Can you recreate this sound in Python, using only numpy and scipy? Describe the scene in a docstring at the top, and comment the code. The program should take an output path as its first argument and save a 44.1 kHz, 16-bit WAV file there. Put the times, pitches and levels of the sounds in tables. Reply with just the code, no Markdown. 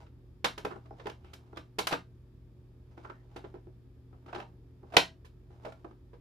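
"""Cutting open a plastic shell pack

Close up at a desk in a small furnished room, in stereo: a stiff clear pack is gripped, flexed and cut.
Its walls buckle in snaps and dull pops that leave a panel ringing briefly; with each push of the hands
the blade and fingers grate finely on the sheet. A computer and its fans hum in the background."""
import sys
import numpy as np
from scipy import signal
from scipy.fft import rfft, irfft
from scipy.io import wavfile
from scipy.ndimage import map_coordinates

SR = 44100
rng = np.random.default_rng(int(sys.argv[2]) if len(sys.argv) > 2 else 0)


def bounce(signal):
    """Save signal as a 16-bit WAV file at the path given by the first command-line argument."""
    frames = np.transpose(np.atleast_2d(signal))
    limited = np.clip(frames, -1, 1)
    pcm = np.round(limited * 32767).astype(np.int16)
    wavfile.write(sys.argv[1], SR, pcm)


N = 273619
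TIME = np.arange(N) / SR
SNAP_TIME, TAIL_TIME = TIME[:int(0.12 * SR)], TIME[:int(0.4 * SR)]
EDGES_HZ = 16000 / 2 ** (np.arange(19, -1, -1) / 2)   # half octaves
SHEET_EDGES_HZ = EDGES_HZ[5:]   # from 125 Hz up


def from_db(db):
    return 10 ** (np.asarray(db) / 20)


def unit_energy(x):
    """Scales each row to a sum of squares of one."""
    return x / np.sqrt(np.sum(x ** 2, axis=-1, keepdims=True) + 1e-20)


def at_hz(points, hz):
    """Reads a table on a log-frequency axis."""
    table = np.array(points)
    return np.interp(np.log(hz), np.log(table[:, 0]), table[:, 1])


def fade(t, t60):
    """Falls by 60 dB in t60 seconds."""
    return np.exp(-np.log(1000) * t / t60)


def mode(t, hz, energy_db, t60):
    """One resonance ringing down."""
    return from_db(energy_db) * unit_energy(np.sin(2 * np.pi * hz * t) * fade(t, t60))


def bands(edges):
    """Yields each band's centre, filter and share of white noise amplitude."""
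    for k, (low, high) in enumerate(zip(edges, edges[1:])):
        sos = signal.butter(2, [low, high], "band", fs=SR, output="sos")
        sos[0, :3] *= (-1) ** k   # alternate signs so that neighbours add up
        yield np.sqrt(low * high), sos, np.sqrt(2 * (high - low) / SR)


def drift(per_s):
    """A smooth random curve with a spread near one."""
    knots = rng.standard_normal(1024)
    return map_coordinates(knots, [TIME[::64] * per_s], order=3, mode="wrap").repeat(64)[:N]


def stereo(mid, side, correlation):
    """Left and right with the given correlation."""
    return np.sqrt((1 + correlation) / 2) * mid + np.sqrt((1 - correlation) / 2) * np.array([side, -side])


def add(track, s, sound):
    """Mixes a sound into a track at a given second."""
    start = max(round(s * SR), 0)
    part = sound[..., :N - start]
    track[..., start:start + part.shape[-1]] += part


# The computer, in the background. 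Each row: pitch in Hz, level in dB, unsteadiness from 0 to 1.
MOTOR_TONES = [(49.8, -63, 0.2), (77.9, -63.5, 0), (120, -57.5, .12), (263.6, -71, 0.4), (363.6, -70, 0),
               (560, -87.5, .4)]


def computer_hum(waver_per_s=7):
    """Motors and fans hum in the centre, some tones steady, some wavering."""
    hum = np.zeros(N)
    for hz, db, unsteady in MOTOR_TONES:
        waver = 1 + unsteady * (drift(waver_per_s) + 1j * drift(waver_per_s))
        tone = np.real(waver * np.exp(2j * np.pi * (hz * TIME + rng.random())))
        hum += from_db(db) * tone / np.sqrt(0.5 + unsteady ** 2)
    return hum


# Room tone around the microphones. Each row: frequency in Hz, spectral level in dB.
ROOM_TONE = [(22, -70), (30, -61), (46, -37), (68, -30.5), (100, -43), (160, -40), (230, -47), (380, -46.5),
             (500, -59.5), (750, -64.5), (1100, -67), (2200, -73), (4400, -76.5), (8000, -87.5),
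             (15000, -79.5)]


def room_air(alike_below_hz=900):
    """A dull rush of air, alike at both microphones in the bass and wide above."""
    rush = np.zeros((2, N))
    for hz, sos, share in bands(EDGES_HZ):
        noise = signal.sosfilt(sos, signal.sosfilt(sos, rng.standard_normal((2, N))))
        mid, side = np.sqrt(N) * unit_energy(noise)
        correlation = 0.9 / (1 + (hz / alike_below_hz) ** 2)
        rush += share * from_db(at_hz(ROOM_TONE, hz)) * stereo(mid, side, correlation)
    return rush


# Hands at work near the microphones. Each row: peak time in seconds, grating level in dB at the pack,
# length in seconds.
HAND_PUSHES = [(0.005, -56, 0.14), (0.684, -56.5, 0.29), (1.041, -57.5, 0.57), (1.37, -66, .55),
               (1.563, -55, 0.17), (1.915, -51, 0.12), (3.03, -60.5, 0.5), (3.41, -56.5, 0.33),
               (4.15, -80, 0.17), (4.362, -54, 0.33), (4.968, -52, 0.27), (5.528, -67.5, .38),
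               (5.67, -57.5, 0.27), (5.878, -65, 0.18)]


def hand_pressure(hold_db=-86.5, swell_share=0.45, range_db=25):
    """The grating's gain: every push swells and eases again over a light steady hold."""
    gain = from_db(hold_db)
    for peak_s, db, length_s in HAND_PUSHES:
        along = (TIME - peak_s) / length_s
        off_peak = np.maximum(-along / swell_share, along / (1 - swell_share))
        gain = gain + from_db(db - range_db * off_peak)
    return gain


# Blade and fingers on the sheet, close up. Each row: frequency in Hz, relative spectral level in dB.
GRATING_SPECTRUM = [(130, -3.5), (350, 8), (850, 5), (1800, -10), (4000, -15.5), (6500, -21), (8000, -33),
                    (15000, -33.5)]


def grating(slips_per_s=700, size_db=4.0):
    """Tiny slips of the blade and fingers, in clumps, each a click coloured by the sheet."""
    slipping = rng.random(N) < slips_per_s * from_db(4 * drift(per_s=45)) / SR
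    sizes = from_db(size_db * np.minimum(rng.exponential(1, N), 4)) * rng.choice([-1, 1], N)
    slips = slipping * sizes + 1e-18
    grains = sum(from_db(at_hz(GRATING_SPECTRUM, hz)) * signal.sosfilt(sos, slips)
                 for hz, sos, _ in bands(SHEET_EDGES_HZ))
    return np.sqrt(N) * unit_energy(grains) * hand_pressure()


def rattle(t60):
    """Bending waves dying in the sheet, so many that they favour no pitch."""
    half_fade = fade(SNAP_TIME, 2 * t60)   # applied before and after flattening
    length = len(SNAP_TIME)
    spectrum = rfft(rng.standard_normal(length) * half_fade, 2 * length)
    flattened = irfft(spectrum / (np.abs(spectrum) + 1e-9))[:length]
    return flattened * half_fade


# What the sheet radiates towards the microphones in every buckle. Each row: frequency in Hz, gain in dB.
SHEET_RADIATION = [(130, -14), (200, -2.5), (270, -7.5), (380, 2.5), (550, -2.5), (800, -2), (1500, -5),
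                   (2400, -4.5), (4300, -4), (6000, 0), (7600, -10), (11000, 0.5), (15000, -3)]


def wall_flip(colour, rattle_t60, kick_share=0.14, kick_s=0.0001, rise_s=0.00056):
    """A kick, stronger the faster the wall flips, then a rattle through the sheet."""
    softness = (rattle_t60 / 0.025) ** 2
    swell = 1 - np.exp(-SNAP_TIME / (rise_s * softness))   # a slow flex also starts slowly
    kick = kick_share / softness * unit_energy(np.exp(-SNAP_TIME / kick_s))
    force = kick + unit_energy(rattle(rattle_t60) * swell)
    snap = 0
    for hz, sos, share in bands(SHEET_EDGES_HZ):
        band_db = at_hz(colour, hz) + at_hz(SHEET_RADIATION, hz)
        snap = snap + share * from_db(band_db) * unit_energy(signal.sosfilt(sos, force))
    return snap


# One panel, close up. Each row: multiple of its lowest mode, relative level in dB, t60 in seconds.
PANEL_MODES = [(1, -14, 0.049), (2.1, -22, .04), (3.55, -23, .036)]


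def panel_ring(lowest_hz, colour, blow_db, loss_per_db=0.23):
    """The flipped wall rings on; a harder buckle goes more into rattle than into ring."""
    ring = 0
    for multiple, mode_db, t60 in PANEL_MODES:
        hz = multiple * lowest_hz
        ring = ring + mode(SNAP_TIME, hz, at_hz(colour, hz) + mode_db - loss_per_db * blow_db, t60)
    return ring


# The tone of a buckle is set at four points: body, middle, crack and air, each a frequency in Hz.
COLOUR_POINTS_HZ = [430, 1150, 3300, 10000]
# The pack buckling in front of the microphones. Each row: start in seconds, level of the middle in dB,
# body, crack and air in dB against that level, lowest panel mode in Hz, left over right in dB,
# rattle t60 in seconds (short for a snap, long for a soft flex).
BUCKLES = [(0.064, -25, -2, -6.5, -37, 377, -0.5, 0.041),
           (0.4436, 15.5, -2.5, -3.5, -25.5, 488, -0.5, 0.048), (0.578, -1.5, 1, -5.5, -24, 425, 0, 0.039),
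           (0.649, 9.5, 1.5, -17, -35.5, 417, 0.5, 0.032), (0.7067, -3, -6, -21, -44, 360, -10, .06),
           (0.721, -3.5, -0.5, -25, -44, 380, 1, .04), (0.758, -9.5, 2, -27, -43, 367, 9, 0.052),
           (0.856, -21, 4.5, -12, -34, 313, 1, 0.056), (0.9085, -12, 11, -63, -46, 780, 1, 0.022),
           (0.997, -10.5, 1.5, -8.5, -40, 490, 0, 0.044), (1.0569, -10, 12.5, -4, -38, 406, 0, 0.034),
           (1.0681, 2.5, 2.5, -14, -33.5, 841, -3, 0.034), (1.098, -7.5, -1, -4, -28, 455, -4, 0.018),
           (1.2448, -19.5, 2, -12, -32, 365, -1, 0.035), (1.333, -13.5, -4, 0, -14, 381, -5, 0.051),
           (1.53, -14, 4.5, -30, -45, 388, 1, 0.024), (1.57, -2.5, -1, -7.5, -31, 332, -1, 0.039),
           (1.7853, 7, 4.5, 1, -15.5, 429, -1, 0.052), (1.7906, 8.5, -6, -20, -34, 484, 3, 0.037),
           (1.87, 12, -11, -6.5, -19, 845, 2.5, 0.026), (1.911, 8.5, 0, -11.5, -31, 806, 2, 0.067),
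           (1.9261, 10, 4, -6, -29.5, 402, 1, 0.021), (1.932, 11.5, -23, -25, -46.5, 756, 19, 0.06),
           (2.976, -11, 2.5, -17, -41, 334, 0, 0.036), (3.0476, -2, -7.5, -25.5, -52, 380, -2, 0.034),
           (3.098, -3, -4, -20, -48, 365, -6, 0.032), (3.3613, -6, 7, -7.5, -28.5, 360, -0.5, 0.05),
           (3.442, -10.5, 9, -14, -52, 385, -2.5, 0.051), (3.542, -15.5, 12, -17, -44, 375, -4, 0.096),
           (3.671, -35, 21.5, -16, -40, 360, 0, 0.068), (4.1291, -23, 5, -21, -47, 361, 7, 0.088),
           (4.261, -16.5, 1.5, -13, -33, 325, 0, 0.038), (4.281, -8.5, -2, -16, -43, 370, 1, 0.087),
           (4.3291, 0.5, -1.5, -19, -46, 716, 2, 0.029), (4.347, -4.5, 2, -4.5, -34, 395, -1, 0.04),
           (4.3577, -1, 3, -13, -45, 376, 4, 0.034), (4.38, -5.5, 4, -17, -36, 392, 0, .095),
           (4.4005, -4, -2.5, -9.5, -39, 747, -2.5, 0.035), (4.424, -15, -1, -12, -41, 803, -10, .03),
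           (4.832, -18.5, 5, -49, -50, 378, -1, 0.053), (4.9225, -12.5, 5, -11, -30, 737, -2, 0.056),
           (4.938, 2.5, 2, -15.5, -35.5, 678, 5, 0.069), (4.967, 23.5, -1.5, 1, -23.5, 704, 1, .021),
           (5.247, -23, -0.5, -1, -16.5, 489, -9, 0.081), (5.505, -25.5, 5.5, -21, -41, 370, 3, .07),
           (5.6495, -3, 5, -13, -36, 614, -3.5, 0.047), (5.664, -7.5, 10.5, -20, -40, 625, 3.5, .043),
           (5.722, -15, 1, -11, -28, 659, 2, 0.024), (5.8458, -8, 6, -24.5, -47.5, 324, -3.5, .04),
           (5.91, -21, 5.5, -17, -40, 337, -1, .03), (6.133, -20.5, 7.5, -13, -36.5, 456.5, 2, .075)]


def buckles():
    """Each wall flips and rings; yields the start, level, balance and sound."""
    for start_s, db, body_db, crack_db, air_db, panel_hz, pan_db, rattle_t60 in BUCKLES:
        colour = list(zip(COLOUR_POINTS_HZ, db + np.array([body_db, 0, crack_db, air_db])))
        yield start_s, db, pan_db, wall_flip(colour, rattle_t60) + panel_ring(panel_hz, colour, db)


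# The whole shell, close up. Each row: pitch in Hz, relative level in dB, t60 in seconds.
SHELL_MODES = [(469, -17.5, 0.12), (652, -29.5, 0.33), (729, -22, 0.14), (805, -23, 0.16),
               (1019, -30, 0.18), (1620, -35, 0.26), (2530, -22.5, 0.13), (2577, -24, .16),
               (3410, -28, .14), (3700, -30.5, 0.11), (4040, -32.5, 0.095), (4634, -33, .12),
               (5190, -37, .12)]


def shell_ring(blow_db, hard_blow_db=23, hard_ring_db=18, steepness=1.7):
    """The shell rings, disproportionately after a hard blow; each mode radiates its own way."""
    ring_db = hard_ring_db + steepness * (blow_db - hard_blow_db)
    ring = 0
    for hz, mode_db, t60 in SHELL_MODES:
        balance = from_db(rng.normal(0, 0.67) * np.array([[1], [-1]]))
        ring = ring + balance * mode(TAIL_TIME, hz, ring_db + mode_db, t60)
    return ring


# Faint creaks and squeaks at the blade, in the centre. 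Each row: midpoint in seconds, length in seconds,
# pitch in Hz, resonance width in Hz, level in dB at the pack.
BLADE_CREAKS = [(0.723, 0.047, 1410, 400, -63), (0.918, 0.098, 5200, 454, -89),
                (1.268, 0.11, 2480, 1500, -74.5), (1.562, 0.038, 3400, 400, -71),
                (3.08, 0.13, 1360, 240, -63.5), (3.139, 0.27, 1830, 220, -77.5),
                (4.413, 0.1, 900, 110, -59)]


def creaks():
    """Plastic sticks and slips unevenly on the blade, driving one resonance that swells and dies away."""
    track = np.zeros(N)
    for middle_s, length_s, hz, width_hz, db in BLADE_CREAKS:
        radius = np.exp(-np.pi * width_hz / SR)
        resonance = [1, 0, -1], [1, -2 * radius * np.cos(2 * np.pi * hz / SR), radius ** 2]
        slips = rng.standard_normal(int(length_s * SR))
        tone = signal.lfilter(*resonance, signal.lfilter(*resonance, slips))
        creak = np.sqrt(len(tone)) * unit_energy(tone * np.hanning(len(tone)))
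        add(track, middle_s - length_s / 2, from_db(db) * creak)
    return track


def near_echoes(x, t60=0.024, echo_db=-0.5, above_hz=520):
    """Sound from the wide sheet and the desk reaches the two microphones differently, above the bass."""
    paths = unit_energy(rng.standard_normal(len(SNAP_TIME)) * fade(SNAP_TIME, t60))
    paths = signal.sosfilt(signal.butter(2, above_hz, "high", fs=SR, output="sos"), paths)
    side = from_db(echo_db) * signal.fftconvolve(x, paths)[:N]
    return np.array([side, -side])


# Sheet and small room dying away together. Each row: frequency in Hz, t60 in seconds.
TAIL_DECAY = [(130, .28), (400, 0.12), (1000, 0.18), (3000, 0.18), (6000, 0.19), (14000, 0.16)]
# That tail at the two microphones. Each row: frequency in Hz, correlation from 0 to 1.
TAIL_CORRELATION = [(130, .95), (300, 0.5), (600, 0.5), (1500, 0), (5000, 1), (14000, 0.06)]


def room_tail(x, build_s=0.0074, tail_db=-4.5):
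    """Reflections thicken over the first hundredths of a second and die quickly among bed and shelves."""
    reflections = rng.standard_normal((2, len(TAIL_TIME))) * (1 - np.exp(-TAIL_TIME / build_s))
    response = 0
    for hz, sos, share in bands(SHEET_EDGES_HZ):
        dying = reflections * fade(TAIL_TIME, at_hz(TAIL_DECAY, hz))
        mid, side = unit_energy(signal.sosfilt(sos, dying))
        response = response + share * stereo(mid, side, at_hz(TAIL_CORRELATION, hz))
    return from_db(tail_db) * signal.fftconvolve(x[None], response, axes=1)[:, :N]


def pack(direct_db=-3.5, snap_send_db=-4, wakes_shell_db=0):
    """Grating, creaks and buckles, direct and through the room; hard buckles wake the whole shell."""
    to_room = grating() + creaks()
    direct, ringing = np.array([to_room, to_room]), np.zeros((2, N))
    for start_s, db, pan_db, snap in buckles():
        add(direct, start_s, snap * from_db([[pan_db / 2], [-pan_db / 2]]))
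        add(to_room, start_s, snap * from_db(snap_send_db))
        if db > wakes_shell_db:
            add(ringing, start_s, shell_ring(db))
    close = direct + near_echoes(direct.mean(axis=0))
    return from_db(direct_db) * close + ringing + room_tail(to_room)


# Notches from the desk top, at the microphones. Each row: centre in Hz, width in Hz, depth from 0 to 1.
DESK_NOTCHES = [(253, 50, 0.8), (512, 41, 0.9)]


def desk_reflection(x):
    """Narrow dips where the direct sound and its reflection meet out of step."""
    for hz, width_hz, depth in DESK_NOTCHES:
        x = x - depth * signal.lfilter(*signal.iirpeak(hz, hz / width_hz, fs=SR), x)
    return x


def scene():
    """The pack over the desk, with the computer and the room's air behind it."""
    return desk_reflection(pack()) + computer_hum() + room_air()


def record(dry, microphone_hz=13000, cutoff_hz=16100):
    """The microphones lose the very top; peaks are rounded off near full scale, then steeply low-passed."""
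    heard = signal.sosfilt(signal.butter(3, microphone_hz, fs=SR, output="sos"), dry)
    rounded = heard / (1 + heard ** 4) ** (1 / 4)
    return signal.sosfilt(signal.ellip(10, 0.1, 70, cutoff_hz, fs=SR, output="sos"), rounded)


dry = scene()
out = record(dry)
bounce(out)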